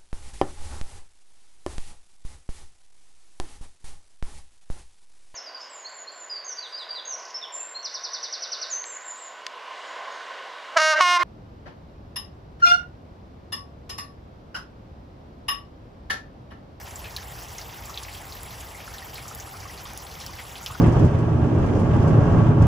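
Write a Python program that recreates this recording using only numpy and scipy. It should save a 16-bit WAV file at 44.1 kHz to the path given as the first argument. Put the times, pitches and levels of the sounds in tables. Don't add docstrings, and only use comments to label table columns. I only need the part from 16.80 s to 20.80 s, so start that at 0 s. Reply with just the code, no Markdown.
import sys
import numpy as np
from scipy import signal
from scipy.fft import rfft, irfft
from scipy.io import wavfile

SR = 44100
rng = np.random.default_rng(int(sys.argv[2]) if len(sys.argv) > 2 else 0)


def dump(signal):
    limited = np.clip(np.atleast_2d(signal).T, -1, 1)
    pcm = np.round(limited * 32767).astype(np.int16)
    wavfile.write(sys.argv[1], SR, pcm)


N = 176400


def from_db(db):
    return 10 ** (np.asarray(db) / 20)


def rms_one(x):
    return x / np.sqrt(np.mean(x ** 2) + 1e-20)


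def in_time(rows):
    return np.interp(np.arange(N) / SR, *np.transpose(rows))


def drift(rate_hz):
    pole = np.exp(-80 * np.pi * rate_hz / SR)
    noise = rng.standard_normal(N // 40 + 2002)
    slow = signal.lfilter([1], [1, -2 * pole, pole * pole], noise)[2000:]
    return np.interp(np.arange(N) / 40, np.arange(len(slow)), rms_one(slow))


def coloured(x, spectrum):
    hz, db = np.transpose([(5, -90), *spectrum, (spectrum[-1][0] * 1.25, -90)])
    grid_hz = np.maximum(np.fft.rfftfreq(N, 1 / SR), 1)
    gain = from_db(np.interp(np.log(grid_hz), np.log(hz), db))
    return rms_one(irfft(rfft(x) * gain, N))


def clicks(rate_per_s, spread_db, size):
    signs = rng.choice([-1, 1], size)
    heights = from_db(spread_db * np.minimum(rng.exponential(1, size), 5)) * signs
    return heights * (rng.random(size) < rate_per_s / SR)


def fade(t, t60_s):
    return from_db(-60 * t / np.maximum(t60_s, .002))


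# (frequency [Hz], relative density [dB per Hz])
PATTER_SPECTRUM = [(150, 2.5), (250, -3), (400, -2), (600, -2), (830, 1), (1200, -3), (1550, -11.5),
                   (2500, -4), (4000, -8), (6500, -4.5), (9500, -10.5), (13000, -0.5), (16000, -20.5)]
PATTER_RMS_DB, PATCHY_DB, BAND_PATCHY_DB = -43, 1.17, 1.83
GRAINS_PER_S, GRAIN_SPREAD_DB, GRAIN_POWER_SHARE = 2500, 2, 0.73


def patter():
    share = np.clip(GRAIN_POWER_SHARE, 0, 1)
    grains = rms_one(clicks(GRAINS_PER_S, GRAIN_SPREAD_DB, N))
    source = np.sqrt(1 - share) * rng.standard_normal(N) + np.sqrt(share) * grains
    low = signal.butter(2, 1500, fs=SR, output="sos")
    mix = signal.sosfilt(low, rng.standard_normal(N))
    together, edges_hz = drift(24), np.geomspace(1500, 19000, 6)
    for band_hz in zip(edges_hz, edges_hz[1:]):
        part = signal.sosfilt(signal.butter(2, band_hz, "band", fs=SR, output="sos"), source)
        mix = mix + part * from_db(PATCHY_DB * together + BAND_PATCHY_DB * drift(26))
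    return from_db(PATTER_RMS_DB) * coloured(mix, PATTER_SPECTRUM)


FIZZ_PER_S, FIZZ_SPREAD_DB, FIZZ_RMS_DB = 900, -0.5, -56
FIZZ_T60_CYCLES, FIZZ_TILT_DB_PER_OCTAVE = 81, 5.5


def fizz():
    drops, pitches_hz = clicks(FIZZ_PER_S, FIZZ_SPREAD_DB, N), np.geomspace(1400, 15000, 30)
    dealt = rng.integers(0, 30, N)
    out = 0
    for k, hz in enumerate(pitches_hz):
        r, w = from_db(-60 * hz / FIZZ_T60_CYCLES / SR), 2 * np.pi * hz / SR
        struck = drops * (dealt == k) + 1e-18
        ring = signal.lfilter([0, np.sin(w)], [1, -2 * r * np.cos(w), r * r], struck)
        out = out + from_db(FIZZ_TILT_DB_PER_OCTAVE * np.log2(hz / pitches_hz[0])) * ring
    return from_db(FIZZ_RMS_DB) * rms_one(out)


# (frequency [Hz], relative density [dB per Hz])
RUMBLE_SPECTRUM = [(13, -50), (22, -35), (43, 4), (65, 5.5), (121, 0.5), (221, -19.5), (300, -26.5),
                   (390, -31), (660, -120)]
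# (time [s], level [dB])
RUMBLE_LEVEL = [(0.0, -44.5), (3.72, -45.5), (3.79, -49.5), (3.92, -37.5), (4.0, -48)]


def rumble():
    return from_db(in_time(RUMBLE_LEVEL)) * coloured(rng.standard_normal(N), RUMBLE_SPECTRUM)


# (frequency [Hz], relative density [dB per Hz])
WASH_SPECTRUM = [(24, -38), (40, -5), (73, 7), (274, -4.5), (763, 4.5), (1030, 1.5), (1950, 1),
                 (2470, -11.5), (2990, -9.5), (3630, -42), (6600, -71)]
WASH_RMS_DB = -50.5


def wide_wash():
    wash = from_db(WASH_RMS_DB) * coloured(rng.standard_normal(N), WASH_SPECTRUM)
    return wash * np.array([[1], [-1]])


HUM_HZ, HUM_WIDTH_HZ, HUM_DB, HUM_PAN_DB = 773.7, 3.5, -61, 2.5


def hum():
    b, a = signal.iirpeak(HUM_HZ, HUM_HZ / HUM_WIDTH_HZ, SR)
    tone = signal.lfilter(b, a, rng.standard_normal(2 * N))[N:]
    return from_db(HUM_DB + HUM_PAN_DB * np.array([[1], [-1]])) * rms_one(tone)


# (time [s], body peak level [dB], ring pitch [Hz], spray gain [dB])
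LOUD_SPLATS = [(0.0684, -36.5, 2470, 0), (0.1085, -31.5, 6500, -14), (0.158, -23.5, 7600, -12),
               (0.2428, -31, 2520, 4.5), (0.3643, -18.5, 4120, -10), (0.6845, -31, 6540, -16),
               (0.7833, -22, 6200, -10), (0.815, -28.5, 4900, -7.5), (0.8942, -35.5, 2450, -6),
               (1.058, -27, 7400, -12.5), (1.0962, -32, 5750, -3), (1.1427, -28, 4100, -16),
               (1.1469, -36, 4160, -16), (1.1752, -19, 3520, -9), (1.2343, -26.5, 5200, -9),
               (1.2503, -33, 2220, -5), (1.2835, -31, 2300, 2), (1.3294, -35, 4350, -6),
               (1.3487, -33, 3150, -2), (1.5233, -27, 4130, -9), (1.708, -34, 3850, -7),
               (1.8048, -35, 6800, -1.5), (2.003, -33.5, 2450, 0), (2.1385, -31.5, 5630, -4),
               (2.1832, -28.5, 3740, -11), (2.355, -31.5, 4250, 0), (2.381, -30.5, 2330, -3),
               (2.4808, -30, 7300, -4), (2.6003, -25.5, 6530, -9), (2.802, -32.5, 5300, -2),
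               (2.9766, -31.5, 4560, -5), (3.055, -30.5, 3400, -2), (3.0902, -34, 2360, 14),
               (3.2675, -32, 3800, -9), (3.3135, -35, 4100, -2), (3.3536, -33.5, 3220, -10),
               (3.4002, -32.5, 5600, 7), (3.4122, -28, 4050, -4.5), (3.4642, -25, 4900, -11),
               (3.5335, -32.5, 4870, -9), (3.5868, -30, 2000, 5.5), (3.7554, -27.5, 3240, -4),
               (3.7798, -32.5, 4050, -7), (3.828, -32.5, 6800, -4), (3.862, -22, 3130, -6.5),
               (3.8624, -21.5, 5060, -12), (3.9435, -37.5, 3430, -3), (3.9955, -38, 4760, -15)]
# (delay [s], level [dB])
BOUNCES = [(.0042, -6.5), (.0095, -11.5)]
SMALL_SPLATS, SMALL_DB, SMALL_SPREAD_DB, SMALL_SPRAY_DB = 400, -45, 2, -3.5
HIT_NOISE_GAIN, HIT_T60_S, HIT_Q = 0.08, 0.0084, 3.6
RING_Q, RING_SPREAD = 5.1, 0.26
TAIL_T60_S, SPRAY_PER_S, SPRAY_SPREAD_DB = 0.18, 1100, -3.5
CRACK_HIGHPASS_HZ, CRACK_EXTRA_T60_S, CRACK_DB = 8440, 0.1, -7.5


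def splats():
    draw = rng.random((SMALL_SPLATS, 3))
    small_db = SMALL_DB - SMALL_SPREAD_DB * np.log(draw[:, 1] + 0.077)
    small = np.c_[draw[:, 0] * N / SR, small_db, 1500 * 5.0 ** draw[:, 2],
                  np.full(SMALL_SPLATS, SMALL_SPRAY_DB)]
    out, t = np.zeros(N + SR), np.arange(4096) / SR
    bright = signal.butter(2, CRACK_HIGHPASS_HZ, "high", fs=SR, output="sos")
    for start_s, db, hz, spray_db in [*LOUD_SPLATS, *small]:
        noise, chance = rng.standard_normal(len(t)), rng.standard_normal(4)
        spray = rms_one(clicks(SPRAY_PER_S, SPRAY_SPREAD_DB, len(t))) * .5 + noise
        hit = (t == 0) + HIT_NOISE_GAIN * noise * fade(t, HIT_T60_S)
        push = hit
        for late_s, loss_db in BOUNCES:
            late = int(late_s * SR * (1 + 0.06 * chance[3]))
            push = push + from_db(loss_db) * np.roll(hit, late)
        tail = from_db(spray_db) * spray * fade(t, TAIL_T60_S) * np.minimum(t / 0.002, 1)

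        offsets = np.array([0, -1, 1]) + 0.31 * chance[:3] * [0, 1, 1]
        body = 0
        for ring_hz, gain in zip(hz * np.exp(RING_SPREAD * offsets), [1, .45, .35]):
            ring = signal.iirpeak(min(ring_hz, 15000), RING_Q, SR)
            body = body + signal.lfilter(*ring, tail + 0.53 * push) * gain
        broad = signal.iirpeak(hz, HIT_Q, SR)
        knock = signal.lfilter(*broad, signal.lfilter(*broad, push))
        body = body + knock / np.abs(knock).max()

        crack = signal.sosfilt(bright, push + tail * fade(t, CRACK_EXTRA_T60_S))
        drop = from_db(db) * body / np.abs(body).max()
        drop = drop + from_db(db + CRACK_DB) * crack / np.abs(crack).max()
        i = int(start_s * SR)
        out[i:i + len(t)] += drop
    return out[:N]


# (time [s], peak level [dB])
EDGE_TICKS = [(0.108, -31), (0.3655, -22.5), (0.5646, -34), (1.055, -24.5), (1.632, -23), (1.7998, -25),
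              (2.3447, -26), (2.4804, -29), (2.549, -23.5), (3.1345, -27.5), (3.1755, -20), (3.4637, -22),
              (3.861, -21)]
TICK_HIGHPASS_HZ, TICK_T60_S, TICK_BOUNCE_DB = 6600, 0.011, -13


def ticks():
    out, t = np.zeros(N + SR), np.arange(1024) / SR
    bright = signal.butter(2, TICK_HIGHPASS_HZ, "high", fs=SR, output="sos")
    for start_s, db in EDGE_TICKS:
        burst = signal.sosfilt(bright, rng.standard_normal(len(t)) * fade(t, TICK_T60_S))
        burst = burst + from_db(TICK_BOUNCE_DB) * np.roll(burst, int(BOUNCES[0][0] * SR))
        i = int(start_s * SR)
        out[i:i + len(t)] += from_db(db) * burst / np.abs(burst).max()
    return out[:N]


# (time [s], peak level [dB], starting pitch [Hz], t60 [s])
PUDDLE_PLINKS = [(0.3797, -35.5, 1684, 0.053), (0.788, -38, 2076, 0.045), (0.985, -41, 1540, 0.054),
                 (1.0885, -34, 1113, 0.12), (1.0992, -33.5, 1218, 0.037), (1.2102, -38, 1056, 0.12),
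                 (1.2835, -36, 1980, 0.054), (1.9465, -36, 2060, 0.066), (2.076, -34, 1600, 0.06),
                 (2.078, -36, 1250, 0.071), (2.1415, -34, 1710, 0.06), (2.1965, -41, 1460, 0.06),
                 (2.2195, -36, 1820, 0.069), (2.4508, -36.5, 1200, 0.085), (2.5117, -34, 1300, 0.065),
                 (2.7385, -35, 1190, 0.094), (2.853, -31.5, 1104, 0.079), (2.8968, -35, 1970, 0.079),
                 (3.0527, -34, 1103, 0.11), (3.492, -37, 1036, 0.06), (3.5857, -41, 2065, 0.29),
                 (3.8103, -41, 1300, 0.15), (3.8865, -40, 1026, 0.15), (3.8995, -29.5, 1080, 0.11),
                 (3.9125, -39, 1270, 0.26), (3.9493, -26.5, 1263, 0.034)]
SMALL_PLINKS, SMALL_PLINK_DB = 220, -48
PLINK_RISE_PER_S, PLINK_ATTACK_S, PLINK_EARLY_S = 4.6, 0.0019, 0.001195
WOBBLE_DEPTH, WOBBLE_HZ, WOBBLE_UNLIKE = 0.91, 133, 0.96


def plinks():
    draw = rng.random((SMALL_PLINKS, 3))
    small_db = SMALL_PLINK_DB - 3.0 * np.log(draw[:, 1] + .08)
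    small = np.c_[draw[:, 0] * N / SR + PLINK_EARLY_S, small_db, 700 * 3.5 ** draw[:, 2],
                  np.full(SMALL_PLINKS, .05)]
    out, t = np.zeros((2, N + SR)), np.arange(4096) / SR
    slow = signal.butter(2, WOBBLE_HZ, fs=SR, output="sos")
    glide_s = t + PLINK_RISE_PER_S * t * t / 2
    for time_s, db, hz, t60_s in [*PUDDLE_PLINKS, *small]:
        real, imag = rms_one(signal.sosfilt(slow, rng.standard_normal((2, 3, len(t)))))
        shared, *own = real + 1j * imag
        wobble = 1 + WOBBLE_DEPTH * (shared + WOBBLE_UNLIKE * np.array(own))
        tone = np.imag(wobble * np.exp(2j * np.pi * hz * glide_s))
        tone = tone * (1 - np.exp(-(t / PLINK_ATTACK_S) ** 2)) * fade(t, t60_s)
        i = int((time_s - PLINK_EARLY_S) * SR)
        out[:, i:i + len(t)] += from_db(db) * tone / np.abs(tone).max()
    return out[:, :N]


def scene():
    centre = patter() + fizz() + rumble() + splats() + ticks()
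    return centre + wide_wash() + hum() + plinks()


TREBLE_LAG_S, LAG_FROM_HZ, CUTOFF_HZ = .0002326, 6800, 15900


def record(dry):
    hz = np.fft.rfftfreq(N, 1 / SR)
    turn_rad = np.pi * TREBLE_LAG_S * np.maximum(hz - LAG_FROM_HZ, 0) * np.array([[-1], [1]])
    pair = irfft(rfft(dry) * np.exp(1j * turn_rad), N)
    top_cut = signal.cheby2(14, 50, CUTOFF_HZ + 150, fs=SR, output="sos")
    return signal.sosfilt(top_cut, pair)


dry = scene()
out = record(dry)
dump(out)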